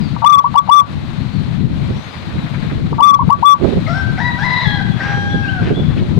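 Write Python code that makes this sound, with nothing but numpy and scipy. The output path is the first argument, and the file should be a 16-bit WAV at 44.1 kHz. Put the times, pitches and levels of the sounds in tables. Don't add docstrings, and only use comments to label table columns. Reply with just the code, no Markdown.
import sys
import numpy as np
from scipy import signal
from scipy.fft import rfft, irfft, next_fast_len
from scipy.io import wavfile
from scipy.ndimage import uniform_filter1d

SR = 44100
rng = np.random.default_rng(int(sys.argv[2]) if len(sys.argv) > 2 else 0)


def dump_mix(stems):
    frames = np.atleast_2d(stems).T
    limited = np.clip(frames, -1, 1)
    pcm = np.round(limited * 32767).astype(np.int16)
    wavfile.write(sys.argv[1], SR, pcm)


N = 272979
TIME = np.arange(N) / SR
FREQS = np.fft.rfftfreq(N, 1 / SR)


def amp(db):
    return 10 ** (np.asarray(db) / 20)


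def unit_rms(x):
    return x / np.sqrt(np.mean(abs(x) ** 2) + 1e-20)


def curve_at(hz, points, column=1):
    points = np.array(points, float)
    return np.interp(np.log(hz + 1), np.log(points[:, 0] + 1), points[:, column])


def resonance(hz, centre, width):
    return 1 / (1 + (2 * (hz - centre) / width) ** 2)


def add(mix, start_s, sound):
    part = mix[max(round(start_s * SR), 0):][:len(sound)]
    part += sound[:len(part)]


def noise(gain):
    return irfft(rfft(rng.standard_normal(N)) * gain, N)


def wander(rate_hz):
    return unit_rms(noise(1 / (1 + (FREQS / rate_hz) ** 4)))


def yard(x, wet_db, echo_db, echo_s=0.11, reflections_per_s=2000):
    # frequency in Hz, time to decay by 60 dB in seconds.
    decay_times = [(500, 0.6), (1600, 0.85), (4000, 0.77), (9000, 0.18)]
    taps = rng.standard_normal((2, SR)) * (rng.random((2, SR)) < reflections_per_s / SR)
    hz, t, spectra = signal.stft(taps, SR, nperseg=256)
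    decay = amp(-60 * t / curve_at(hz, decay_times)[:, None])
    tail = signal.istft(spectra * decay, SR, nperseg=256)[1]
    tail /= np.linalg.norm(tail, axis=1, keepdims=True)
    echo = np.interp(TIME - echo_s, TIME, x, left=0)
    return x + amp(echo_db) * echo + amp(wet_db) * signal.fftconvolve(x[None], tail, axes=1)[:, :N]


def garden(coherence=0.15):
    # frequency in Hz, left and right spectral density in dB.
    spectrum = [(100, -74.5, -74.5), (493, -65, -74.5), (950, -64.5, -74), (1720, -68.5, -82),
                (2430, -69, -80), (2760, -72, -85), (4060, -70, -83.5), (5070, -83, -100),
                (6440, -90.5, -92), (10800, -106, -100), (12400, -108, -108), (15000, -102, -114)]
    # time in seconds, gain in dB.
    levels = [(0, 0), (.97, -0.5), (1.53, 0), (1.68, -5), (1.8, 1), (2.7, 1.5), (2.83, -1.5), (3.2, -2),
              (3.65, 2), (4.1, 2), (6.19, -0.5)]
    left, independent = rfft(rng.standard_normal((2, N)))
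    right = coherence * left + np.sqrt(1 - coherence ** 2) * independent
    colour = amp([curve_at(FREQS, spectrum, column) for column in (1, 2)])
    hiss = irfft(colour * [left, right], N)
    swell = amp(np.interp(TIME, *np.transpose(levels)) + .7 * wander(35))
    return np.sqrt(SR / 2) * hiss * swell


def breeze(lump_db=3.0, eddy_hz=350, eddy_growth=0.69):
    # time in seconds, relative level in dB, left minus right in dB.
    gusts = [(0, -20, 16), (.14, -19, 16.5), (.205, -21.5, 15), (.24, -22.5, 14), (0.471, -24.5, 11),
             (.525, -21.5, 12.5), (.6, -27, 16), (.9, -26.5, 5.5), (1.32, -19.5, 16), (1.78, -17, 9.5),
             (1.97, -20.5, 5), (2.009, -34, 5), (2.23, -32, 5.5), (2.33, -25, -5), (2.531, -20, 15.5),
             (2.721, -24.5, 0.5), (2.765, -15.5, 11.5), (2.93, -16.5, 10), (3.03, -21, 4.5),
             (3.2, -20.5, 12.5), (3.26, -15.5, 13), (3.34, -22.5, 15.5), (3.4, -18.5, 9), (3.461, -24, 11),
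             (3.581, -28, 6.5), (3.65, -15.5, -13.5), (3.739, -18, -4), (3.85, -17.5, 15), (4.6, -22, 16),
             (4.92, -16, 15.5), (5.071, -25, 2.5), (5.37, -16.5, 8.5), (5.58, -20.5, 11.5),
             (5.645, -16, -1), (5.759, -17, -0.5), (5.859, -17, 7), (6.19, -14.5, 9.5)]
    # frequency in Hz, left and right relative level in dB.
    buffet = [(15, -15, -21.5), (42.5, -24.5, -18), (75.3, -6.5, -1.5), (142, -0.5, -3), (199.5, -6, -2.5),
              (299, -18, -6.5), (446, -34.5, -16.5), (764, -49.5, -29), (1510, -76, -65),
              (6000, -110, -100)]
    times, db, lean_db = np.transpose(gusts)
    left_share = 1 / (1 + amp(-lean_db) ** 2)
    ports = []
    for column, power_share in enumerate([left_share, 1 - left_share], 1):
        push = np.interp(TIME, times, 2 * amp(db) * np.sqrt(power_share)) * amp(lump_db * wander(24.6))
        colour = amp(curve_at(FREQS, buffet, column))
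        large = noise(colour * (FREQS < eddy_hz))
        small = noise(colour * (FREQS >= eddy_hz))
        ports.append(push * unit_rms(large + small * unit_rms(push) ** eddy_growth))
    return amp(-1.5) * np.array(ports)


def small_birds(arch_hz=189, warble_depth=0.017):
    # start and length in seconds, pitch and sweep in Hz, level in dB.
    chirps = [(.005, 0.11, 4600, -1020, -39), (1.171, 0.075, 4180, 569, -41),
              (1.323, 0.089, 4350, -740, -40.5), (1.58, 0.057, 3990, -700, -42.5),
              (1.89, 0.19, 5850, 1898, -50), (2.092, 0.11, 4900, -400, -47),
              (2.374, 0.092, 3830, -780, -40), (2.57, 0.089, 4580, -600, -47.5),
              (4.902, 0.076, 3370, -46, -33.5), (5.278, 0.078, 3400, 2, -30.5),
              (5.421, 0.052, 2630, -250, -32.5), (5.477, 0.036, 3027, 556, -28),
              (5.733, 0.0824, 3450, 146, -30)]
    song, warble = np.zeros(N), 1 + warble_depth * wander(240)
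    for start, length, pitch, sweep, db in chirps:
        along = np.linspace(0, 1, round(length * SR))
        hz = pitch + sweep * (along - .5) - arch_hz * (2 * along - 1) ** 2
        hz *= np.interp(start + along * length, TIME, warble)
        envelope = amp(db) * np.sqrt(4 * along * (1 - along))
        add(song, start, envelope * np.sin(2 * np.pi * np.cumsum(hz) / SR))
    return amp([[1], [-11]]) * yard(song, wet_db=-5, echo_db=-16)


def clucks(flap_s=.0005, flap_hz=900, gap_s=.0044):
    # start in seconds, number of flaps, level in dB.
    rattles = [(0.164, 1, -2.5), (0.2194, 4, 1), (0.542, 1, 0), (0.676, 1, -6), (2.9287, 1, -2.5),
               (2.982, 4, 1), (3.291, 1, -4)]
    t = np.arange(0, 20 * flap_s, 1 / SR)
    flap = t / flap_s * np.exp(-t / flap_s + 2j * np.pi * flap_hz * t)
    voice = np.zeros(N, complex)
    for start, count, db in rattles:
        for k in range(count):
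            add(voice, start + k * gap_s, amp(db) * np.sin(np.pi * (k + 1) / (count + 1)) * flap)
    return voice


def coos(end_hz=1049, slur_hz=1110, fall_s=.0107, fade_s=.0037, sag_db_per_hz=.0013):
    # start and end in seconds, top pitch in Hz, level in dB, drift over the note in Hz,
    # swell over the note in dB, opening pitch in Hz, rise time in seconds.
    notes = [(0.2364, 0.364, 1179, -9.8, -86, -5.6, 483, .0093),
             (0.3693, 0.4049, 1193, -9.9, -38, -0.9, 1051, .0107),
             (0.4401, 0.4726, 1215, -9.2, -27, -2.5, 787, .0086),
             (0.55, 0.599, 1211, -9.4, -85, -3.3, 561, .0095),
             (0.6853, 0.8207, 1171, -10.8, -58, -6.3, 559, .011),
             (2.9981, 3.1183, 1170, -11.1, -55, -5.7, 650, .0098),
             (3.1242, 3.161, 1191, -11.2, -43, -4.3, 1072, .0116),
             (3.1895, 3.2259, 1148, -9.3, -113, 0.9, 776, .0071),
             (3.2961, 3.3425, 1193, -10.8, -34, -5.7, 634, .0089),
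             (3.4228, 3.5542, 1158, -12.3, -35, -5.7, 569, .0086)]
    # time in seconds, gain in dB.
    swells_and_dips = [(.297, 2.4), (.311, -2.6), (.324, 1), (.752, 1), (3.058, .6), (3.074, -.8)]
    voice = np.zeros(N, complex)
    pauses = [following[0] - note[1] for note, following in zip(notes, notes[1:])] + [np.inf]
    for (start, end, top_hz, db, drift_hz, swell_db, first_hz, rise_s), pause in zip(notes, pauses):
        last_hz = slur_hz if pause < .012 else end_hz
        length = end - start
        t = np.arange(0, length, 1 / SR)
        from_middle = t / length - .5
        sag_hz = (top_hz - first_hz) * np.exp(-t / rise_s)
        sag_hz += (top_hz - last_hz) * np.exp((t - length) / fall_s)
        hz = top_hz - sag_hz + drift_hz * from_middle
        push_db = 2 * (first_hz < 700) * np.exp(-(t / .012) ** 2)
        level = amp(db + push_db + swell_db * from_middle - sag_db_per_hz * sag_hz)
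        fade = np.clip(np.minimum(t, length - t) / fade_s, 0, 1)
        add(voice, start, level * fade * np.exp(2j * np.pi * np.cumsum(hz) / SR))
    for when, db in swells_and_dips:
        voice *= amp(db * np.exp(-((TIME - when) / .006) ** 2))
    return voice


def dove(octave_db=-29, shimmer=0.0054):
    # frequency and bandwidth in Hz, left and right gain in dB,
    # phase at the right port in radians.
    modes = [(953.0, 68.2, 12.3, -1.1, 1.79), (1148.2, 21.8, 16.5, 1.7, -3.38),
             (1161.3, 11.3, -4.7, -16.6, -2.2), (1326.1, 130.1, -14.5, -0.9, -2.2),
             (1071.0, 70.3, -19.0, -6.7, 0.33)]
    voice = (clucks() + coos()) * (1 + shimmer * wander(500))
    ports = np.zeros((2, N))
    for hz, width, left_db, right_db, phase in modes:
        radius = np.exp(-np.pi * width / SR)
        pole = radius * np.exp(2j * np.pi * hz / SR)
        ring = signal.lfilter([1 - radius], [1, -pole], voice + 1e-18)
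        ports += np.array([amp(left_db) * ring, amp(right_db) * np.exp(1j * phase) * ring]).real
    octave = (voice * np.exp(1j * np.angle(voice))).real
    reflected = yard(voice.real, wet_db=-27, echo_db=-40) - voice.real
    return ports + amp([[0], [-11]]) * (amp(octave_db) * octave + reflected)


def wings(beat_s=0.079, rise_s=.011, low_hz=600, high_hz=2500):
    # first beat in seconds, number of beats, level in dB.
    flutters = [(2.069, 3, -33.5), (2.308, 2, -32.5), (2.469, 4, -29), (2.866, 1, -37)]
    age = np.arange(0, 10 * rise_s, 1 / SR) / rise_s
    puff = age * np.exp(1 - age)
    beats = np.zeros(N)
    for start, count, db in flutters:
        for k in range(count):
            add(beats, start + k * beat_s - rise_s, amp(db) * puff)
    band = 1 / (1 + (low_hz / (FREQS + 1)) ** 4) / (1 + (FREQS / high_hz) ** 8)
    air = [unit_rms(noise(band)) for _ in range(2)]
    return amp([[0], [-6]]) * beats * air


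def noise_bursts(top_hz=6000):
    # start and length in seconds, centre and bandwidth in Hz, level in dB.
    bursts = [(3.789, 0.0075, 550, 594, -23), (4.933, 0.29, 1440, 2234, -27.5),
              (5.604, 0.13, 1820, 2885, -30.5), (5.88, 0.086, 1400, 2140, -35.5),
              (5.96, 0.055, 2540, 2200, -34)]
    sound = np.zeros(N)
    for start, length, centre, width, db in bursts:
        envelope = np.sin(np.pi * np.clip((TIME - start) / length, 0, 1))
        band = resonance(FREQS, centre, width) / (1 + (FREQS / top_hz) ** 4)
        sound += amp(db) * envelope * unit_rms(noise(band))
    return amp([[3], [-7]]) * sound


def throat_squeaks(length_s=0.014, width_hz=260):
    # start in seconds, centre in Hz, level in dB.
    catches = [(3.863, 2170, -30.5), (4.174, 2070, -25), (5.003, 1846, -25)]
    squeaks = np.zeros(N)
    for start, centre, db in catches:
        opening = np.sin(np.pi * np.clip((TIME - start) / length_s, 0, 1))
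        squeaks += amp(db) * opening * unit_rms(noise(resonance(FREQS, centre, width_hz)))
    return squeaks


def syllable(start, end, up, down, low_hz, high_hz, effort_db, tiring_db_per_s, beak_db, roughness,
             fundamental_db, scoop, dull_db, break_s=0.009, settle_s=.026, droop_per_s=.22):
    t, length = np.arange(start, end, .001), end - start
    high = (np.tanh((t - up) / break_s) - np.tanh((t - down) / break_s)) / 2
    low = 1 - high
    onset = np.exp((start - t) / settle_s)
    ending = np.exp((t - end) / (0.092 * length))
    hz = (high_hz * high + low_hz * low) * (1 - scoop * onset - droop_per_s * length * ending)
    effort = effort_db - 2.5 * low - 3.5 * onset - tiring_db_per_s * (t - start)
    shut = np.exp((start - t) / 0.072)
    beak = beak_db * (1 - shut) - 18.5 * shut - 20 * ending
    hoarse = np.clip(roughness * high + 0.1778 * low + .55 * onset, 0, 1)
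    dull = dull_db * np.exp((t - end) / (0.44 * length))
    return np.transpose([t, hz, effort, beak, hoarse, np.full(len(t), fundamental_db), dull])


def rooster(jitter=.05, waver=.016, fade_s=0.0078, beak_hz=3750, cage_hz=1571.4, hollow_db=-10.5):
    # start, end, upward break and drop back in seconds (past the end, it stays up),
    # low and high register in Hz, effort in dB, tiring in dB per second, beak resonance in dB,
    # roughness from 0 to 1, fundamental gain in dB, fraction by which it starts flat,
    # final dulling in dB per harmonic.
    crow = [(3.872, 4.04, 3.942, 4.12, 693, 783.7, -24, 20, -16, 0.092, -5.5, .1, 1),
            (4.176, 4.316, 4.2, 4.36, 790, 980.4, -23.5, 16, 17.5, 0.13, 3, .1, 3.5),
            (4.377, 4.82, 4.432, 4.65, 834.2, 993.3, -23.5, 5.6, 11, 0.4, 2, .1, 2),
            (4.995, 5.611, 5.05, 5.44, 798.4, 807.7, -22.5, 12, -13.5, 0.056, -2.5, .01, 3)]
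    # frequency in Hz, gain in dB.
    throat = [(400, -34), (650, 11), (800, -3.5), (980, -1.5), (1250, 2.5), (1600, 3.5), (2000, 5),
              (2200, -28), (2400, -33), (2900, -32.5), (3300, -6), (4000, -11), (4900, -20), (5500, -16.5),
              (6000, -30.5), (6900, -34), (9000, -43), (14000, -52.5)]
    times, *contours = np.concatenate([syllable(*row) for row in crow]).T
    hz, effort_db, beak_db, rough, fundamental_db, dull_db = (np.interp(TIME, times, c) for c in contours)
    gate = sum(np.clip(np.minimum(TIME - start, end - TIME) / fade_s, 0, 1) for start, end, *_ in crow)
    shake = 1 + rough * (jitter * wander(165.5) + waver * wander(30.02))
    phase = 2 * np.pi * np.cumsum(hz * shake) / SR
    harmonics = np.zeros(N)
    for k in range(1, 18):
        beak = np.exp(-((k * hz - beak_hz) / 750) ** 2)
        beak = np.maximum(beak, 0.035 * (k * hz > beak_hz))
        cage_db = 6 * resonance(k * hz, cage_hz, width=13.6)
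        source_db = fundamental_db if k == 1 else -(k - 2) * dull_db + hollow_db * (k == 3)
        filter_db = curve_at(k * hz, throat) + beak * beak_db + cage_db
        harmonics += amp(source_db + filter_db) * np.cos(k * phase)
    pulsed_air = unit_rms(noise(amp(curve_at(FREQS, throat)))) * (1 + np.cos(phase))
    beak_whistle = unit_rms(noise(np.exp(-((FREQS - beak_hz) / 560) ** 2)))
    rasp = amp(-5) * rough * (pulsed_air + amp(beak_db - 10) * beak_whistle)
    shimmer = 1 + .55 * rough * wander(140)
    call = gate * amp(effort_db) * (shimmer * harmonics + rasp) + throat_squeaks()
    return amp([[4], [-3.5]]) * yard(call, wet_db=-3.5, echo_db=-23)


def suppressor(dry, threshold_db=-17, recovery_db_per_s=185, max_excess_db=18):
    spectrum = rfft(dry)
    bass = irfft(spectrum / (1 + (FREQS / 540) ** 12), N)
    treble = irfft(spectrum - spectrum / (1 + (FREQS / 1580) ** 24), N)
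    midrange = irfft(spectrum / (1 + ((FREQS - 1100) / 250) ** 6), N)
    envelope = abs(signal.hilbert(midrange, next_fast_len(N))[:, :N]).max(0)
    fall_db = TIME * recovery_db_per_s
    held_db = np.maximum.accumulate(20 * np.log10(envelope + 1e-6) + fall_db) - fall_db
    excess_db = uniform_filter1d(np.clip(held_db - threshold_db, 0, max_excess_db), size=300)
    return dry + bass * (amp(-0.48 * excess_db) - 1) + treble * (amp(-0.58 * excess_db) - 1)


def scene():
    return garden() + breeze() + small_birds() + dove() + wings() + noise_bursts() + rooster()


def record(dry, full_scale=.99, crackle=0.002, bias=.002, edge_hz=15500):
    ceiling = full_scale * np.repeat(1 + crackle * wander(6600), 2)
    oversampled = signal.resample_poly(suppressor(dry), 2, 1, axis=1)
    clipped = np.clip(oversampled, -ceiling - bias, ceiling - bias)
    low_pass = signal.firwin(1023, edge_hz, window=("kaiser", 9), fs=2 * SR)
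    return signal.oaconvolve(clipped, low_pass[None], "same")[:, ::2]


dry = scene()
out = record(dry)
dump_mix(out)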